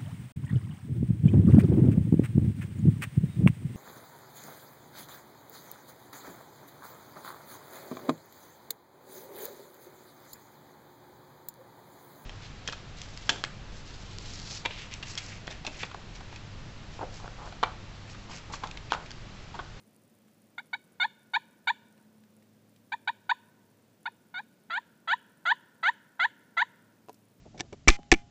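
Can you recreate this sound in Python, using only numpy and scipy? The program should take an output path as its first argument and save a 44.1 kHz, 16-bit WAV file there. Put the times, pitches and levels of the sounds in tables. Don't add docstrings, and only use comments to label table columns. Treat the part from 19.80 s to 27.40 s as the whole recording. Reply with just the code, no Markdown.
import sys
import numpy as np
from scipy import signal
from scipy.fft import rfft, irfft
from scipy.io import wavfile
from scipy.ndimage import map_coordinates

SR = 44100
rng = np.random.default_rng(int(sys.argv[2]) if len(sys.argv) > 2 else 0)


def materialize(psi):
    bounded = np.clip(np.atleast_2d(psi).T, -1, 1)
    quanta = np.round(bounded * 32767).astype(np.int16)
    wavfile.write(sys.argv[1], SR, quanta)


N = 335160
TIME = np.arange(N) / SR


def clucks():
    # t/s, length/s, low pitch/Hz, rise/Hz, level/dB, swell/dB, beak f/Hz, beak level/dB, brightness/dB
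    notes = [(.7782, 0.029, 631.5, 221, -31, -7, 2200, -7.5, -0.5),
             (.9292, .027, 658, 205, -24.5, -4, 2230, -4.5, 0),
             (1.1975, 0.059, 678, 234, -20, 7, 2225, -6, 1),
             (1.5338, .039, 666.5, 272, -19, 6.5, 2314, -7, 2),
             (1.8708, 0.04, 673, 280, -18.5, 1, 2320, -5.5, 3.5),
             (3.1182, 0.028, 680.7, 255.5, -23, 1.5, 2370, -8.5, 1),
             (3.2734, 0.028, 634.6, 347, -19.5, -7.5, 2400, -10, 1.5),
             (3.4916, 0.034, 650.3, 404, -18, -2, 2480, -12, -0.5),
             (4.2546, .029, 623.4, 297, -24.5, -2, 2480, -9.5, -2),
             (4.5391, 0.066, 695.7, 165, -29, 9.5, 2260, -14.5, -3.5)]
    # f/Hz, width/Hz, level/dB
    throat = [(965, 166, 4.5), (1453, 243, -7.5), (1793, 320, -5), (2827, 130, -21.5), (3623, 310, -9),
              (4427, 200, -18.5), (6990, 280, -38)]
    return turkey(notes, throat, attack_s=.0051, release_s=.012, glide_share=.4, break_s=.011,
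                  sag_db=1, sag_lead_s=.014, sag_width_s=.007, scoop_hz=168.5, scoop_s=.004,
                  jitter=.013, rasp_db=-10, catch_s=.0093, pressed_db=-8.5)


def yelps():
    # t/s, length/s, low pitch/Hz, rise/Hz, level/dB, swell/dB, beak f/Hz, beak level/dB, brightness/dB
    notes = [(4.8982, 0.09, 629.6, 338.5, -27.5, 4.5, 2350, -10, -1.5),
             (5.2732, 0.07, 610.6, 384, -21.5, 4.5, 2360, -15, -1),
             (5.6519, .076, 629.3, 376, -20.5, 5, 1910, -11, 0),
             (6.0274, 0.072, 620, 372.6, -20.5, 5.5, 2080, -4, -1),
             (6.3924, 0.069, 625.7, 353, -21.5, 4, 2044, -1, 0),
             (6.7672, 0.064, 620, 388, -20.5, -1, 2024, -3, -2)]
    # f/Hz, width/Hz, level/dB
    throat = [(984, 183, 2.5), (1499, 316, 0), (1761, 274, -2), (3090, 910, -14.5), (3773, 424, -15.5),
              (4520, 180, -34.5), (7130, 270, -38)]
    return turkey(notes, throat, attack_s=.01, release_s=.0091, glide_share=.45, break_s=.013,
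                  sag_db=2.5, sag_lead_s=.032, sag_width_s=.02, scoop_hz=265.4, scoop_s=.003,
                  jitter=.015, rasp_db=-7.5, catch_s=.015, pressed_db=-2.5)


def turkey(notes, throat, attack_s, release_s, glide_share, break_s, sag_db, sag_lead_s, sag_width_s,
           beak_width_hz=260, size=6144, **voicing):
    out, t, hz = np.zeros(N), TIME[:size], np.fft.rfftfreq(size, 1 / SR)
    for s, length, low_hz, rise_hz, db, swell_db, beak_hz, beak_db, bright_db in notes:
        opening = ease(t / attack_s) * ease((length - t) / release_s)
        pitch_hz = low_hz + rise_hz * pitch_rise(t, length, glide_share, break_s)
        effort = from_db(db + air_pressure(t, length, swell_db, sag_db, sag_lead_s, sag_width_s))
        voice = effort * (pop(t) + syrinx(t, pitch_hz, opening, **voicing))
        resonances = [*throat, (beak_hz, beak_width_hz, beak_db)]
        colour = tract(hz, resonances, bright_db) * antiresonance(hz)
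        add(out, s, resonate(voice, colour))
    return out


def syrinx(t, pitch_hz, opening, scoop_hz, scoop_s, jitter, rasp_db, catch_s, pressed_db,
           mellow=.85, flutter_db=6.5, catch_db=9, pressed_hz=720, free_hz=900, count=12):
    catch = from_db(catch_db * np.exp(-t / catch_s))
    hz = (pitch_hz + scoop_hz * np.exp(-t / scoop_s)) * (1 + jitter * catch * drift(1400, len(t)))
    phase = 2 * np.pi * np.cumsum(hz) / SR
    overtone = np.arange(count)[:, None]
    level_db = flutter_db * overtone / count * np.array([drift(150, len(t)) for _ in overtone])
    level_db[0] += np.interp(hz, [pressed_hz, free_hz], [pressed_db, 0])
    pulses = (np.cos((overtone + 1) * phase) * from_db(level_db) * opening ** (mellow * overtone)).sum(0)
    shimmer = 1 + .09 * catch * drift(500, len(t))
    turbulence = signal.lfilter(*signal.butter(1, 1600, "high", fs=SR), rng.standard_normal(len(t)))
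    rasp = from_db(rasp_db) * catch * (1 + np.cos(phase)) * turbulence
    return opening * pulses * shimmer + np.sqrt(opening) * rasp


def pitch_rise(t, length, glide_share, break_s, lead_s=.0043):
    top_s = length - lead_s
    held = np.minimum(t, top_s)
    return glide_share * held / top_s + (1 - glide_share) * np.exp((held - top_s) / break_s)


def air_pressure(t, length, swell_db, sag_db, sag_lead_s, sag_width_s):
    along = np.minimum(t / length, 1)
    sag = np.exp(-((t - length + sag_lead_s) / sag_width_s) ** 2)
    return swell_db * (along - .5) - sag_db * sag


def pop(t, db=-12, hz=880, rise_s=.0018):
    return from_db(db) * t / rise_s * np.exp(1 - t / rise_s) * np.sin(2 * np.pi * hz * t)


def tract(hz, resonances, bright_db, low_hz=690, bright_hz=2700, top_hz=8000,
          edge_hz=4750, reopen_hz=5400, reopen_width_hz=900, notch_db=-30, leak_db=-72):
    peaks = sum(from_db(db) / (1 + (2 * (hz - centre) / width) ** 2) for centre, width, db in resonances)
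    band = 1 / np.sqrt((1 + (low_hz / np.maximum(hz, 1)) ** 8) * (1 + (hz / top_hz) ** 24))
    edge = 1 / np.sqrt(1 + (hz / edge_hz) ** 50)
    reopening = np.clip((hz - reopen_hz) / reopen_width_hz, from_db(notch_db), 1)
    notch = np.maximum(edge, reopening)
    return peaks * from_db(bright_db * (hz > bright_hz)) * band * notch + from_db(leak_db)


def antiresonance(hz, centre_hz=2660, width_hz=260, db=-9):
    return from_db(db / (1 + (2 * (hz - centre_hz) / width_hz) ** 2))


def resonate(x, gain):
    cepstrum, half = irfft(np.log(gain)), len(x) // 2
    cepstrum[1:half] *= 2
    cepstrum[half + 1:] = 0
    return irfft(rfft(x) * np.exp(rfft(cepstrum)))


def trunk(x, delay_s=.0024, echo_db=-9, low_hz=2600):
    treble = signal.lfilter(*signal.butter(2, low_hz, "high", fs=SR), x)
    return x + from_db(echo_db) * np.interp(TIME - delay_s, TIME, treble)


def knock(body_db=-5, scuff_db=-15, scuff_t60=.022, scuff_top_hz=4000, low_hz=260, size=8192):
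    # t/s, level/dB
    bumps = [(7.2855, -40.5), (7.2944, -34.5)]
    # f/Hz, level/dB, t60/s
    modes = [(326, -18.5, 0.15), (436, -1.5, 0.053), (600, -4, 0.033), (715, 0.5, 0.034), (982, 0, 0.034),
             (1470, -14, .02), (2600, -9.5, 0.013)]
    out, t = np.zeros(N), TIME[:size]
    for s, db in bumps:
        body = sum(from_db(level - 60 * t / t60) * np.sin(2 * np.pi * hz * t) * rng.choice([-1, 1])
                   for hz, level, t60 in modes)
        grit = signal.lfilter(*signal.butter(1, scuff_top_hz, fs=SR), rng.standard_normal(size))
        bump = from_db(body_db) * body + from_db(scuff_db - 60 * t / scuff_t60) * rms_one(grit)
        add(out, s, from_db(db) * signal.lfilter(*signal.butter(2, low_hz, "high", fs=SR), bump))
    return out


def twigs(size=2048):
    # t/s, level/dB, f/Hz, t60/s
    ticks = [(.482, -62, 1660, .015), (2.126, -61, 7000, .012), (2.178, -62, 1740, .04),
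             (2.437, -57, 1600, .015), (2.624, -60, 2100, .014), (2.962, -57, 3300, .018),
             (7.329, -50, 14000, .014), (7.343, -59, 5800, .029)]
    out = np.zeros(N)
    for s, db, hz, t60 in ticks:
        burst = signal.lfilter(*signal.iirpeak(hz, Q=1.8, fs=SR), rng.standard_normal(size))
        add(out, s, from_db(db - 60 * TIME[:size] / t60) * rms_one(burst))
    return out


def woodland(x, leaves_db=-17, leaves_t60=.087, leaves_low_hz=2600, first_echo_s=.0072,
             ground_s=.017, ground_db=-29, size=65536):
    # f/Hz, level/dB, t60/s
    tail = [(700, -36.5, 2.3), (1430, -29.5, 1.14), (2240, -31.5, 0.68), (2870, -19.5, 0.53),
            (3940, -30.5, 0.59), (7000, -11.5, 0.28)]
    t, log_hz = TIME[:size], np.log(np.maximum(np.fft.rfftfreq(size, 1 / SR), 1))
    arrived = t > first_echo_s
    highpass = signal.butter(3, leaves_low_hz, "high", fs=SR, output="sos")
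    leaves = signal.sosfilt(highpass, rng.standard_normal(size))
    response = from_db(leaves_db) * rms_one(leaves * arrived * from_db(-60 * t / leaves_t60))
    scatter = rfft(rng.standard_normal(size))
    centres = np.log([row[0] for row in tail])
    for (_, db, t60), share in zip(tail, np.eye(len(tail))):
        band = irfft(scatter * np.interp(log_hz, centres, share))
        response += from_db(db) * band * rms_one(arrived * from_db(-60 * t / t60))
    ground = from_db(ground_db) * np.interp(TIME - ground_s, TIME, x)
    return ground + signal.fftconvolve(x, response / np.sqrt(size))[:N]


def far_engine(hz=107.5, wander=.0033, waver_db=1.5):
    # t/s, fundamental rms/dB, octave rms/dB
    hum = [(0.0, -76.5, -71.5), (1.72, -83, -76), (2.36, -72.5, -61.5), (2.91, -70, -71.5),
           (5.57, -86.5, -75), (6.09, -82, -95), (7.2, -76.5, -74.5)]
    s, *levels = np.transpose(hum)
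    phase = 2 * np.pi * np.cumsum(hz * (1 + wander * drift(4.15, N))) / SR
    out = np.zeros(N)
    for harmonic, db in enumerate(levels, 1):
        level = from_db(np.interp(TIME, s, db) - waver_db * drift(1.1, N))
        out += np.sqrt(2) * level * np.sin(harmonic * phase)
    return out


def whine(hz=560, db=-82, wander=.033):
    phase = 2 * np.pi * np.cumsum(hz * (1 + wander * drift(25, N))) / SR
    return from_db(db) * np.sin(phase)


def noise_bed(rumble_db=-65, hiss_db=-71):
    # f/Hz, relative density/dB
    rumble = [(25, -38), (50, -35), (75, -23), (100, -13), (140, -8), (220, -3.5), (350, -12), (560, -14.5),
              (800, -21.5), (1500, -35), (3000, -58)]
    hiss = [(400, -24.5), (900, 0.5), (1600, 2), (3200, -2), (7600, -5.5), (9800, -9), (11700, -10.5),
            (15400, -2)]
    return from_db(rumble_db) * coloured_noise(rumble) + from_db(hiss_db) * coloured_noise(hiss)


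def crackle(per_s=90, centre_hz=9700, spread_db=4, t60=.0054, size=512):
    # t/s, level/dB
    levels = [(0, -78), (1.8, -78.5), (2.3, -83), (5.0, -80), (7.6, -82.5)]
    specks = (rng.random(N) < per_s / SR) * from_db(spread_db * rng.uniform(-1, 1, N))
    envelope = np.convolve(specks, from_db(-60 * TIME[:size] / t60))[:N]
    bursts = envelope * rng.standard_normal(N) + 1e-18
    grains = signal.lfilter(*signal.iirpeak(centre_hz, Q=5, fs=SR), bursts)
    return from_db(np.interp(TIME, *np.transpose(levels))) * rms_one(grains)


def coloured_noise(spectrum):
    hz, db = np.transpose(spectrum)
    bins = np.maximum(np.fft.rfftfreq(N, 1 / SR), 1)
    gain = from_db(np.interp(np.log(bins), np.log(hz), db))
    return rms_one(irfft(rfft(rng.standard_normal(N)) * gain, N))


def drift(rate_hz, size):
    knots = rng.standard_normal(size)
    return map_coordinates(knots, [np.arange(size) * rate_hz / SR], order=1) * np.sqrt(3 / 2)


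def ease(share):
    return np.sin(np.pi / 2 * np.clip(share, 0, 1))


def from_db(db):
    return 10 ** (np.asarray(db) / 20)


def rms_one(x):
    return x / np.sqrt(np.mean(x ** 2) + 1e-20)


def add(track, s, sound):
    at = round(s * SR)
    track[at:at + len(sound)] += sound[:N - at]


def scene():
    near = trunk(clucks() + yelps()) + twigs() + knock()
    return (near + woodland(near) + far_engine() + whine() + noise_bed() + crackle())[None]


def record(dry, cutoff_hz=15400):
    return signal.sosfilt(signal.ellip(12, .1, 70, cutoff_hz, fs=SR, output="sos"), dry)


dry = scene()
out = record(dry)
materialize(out)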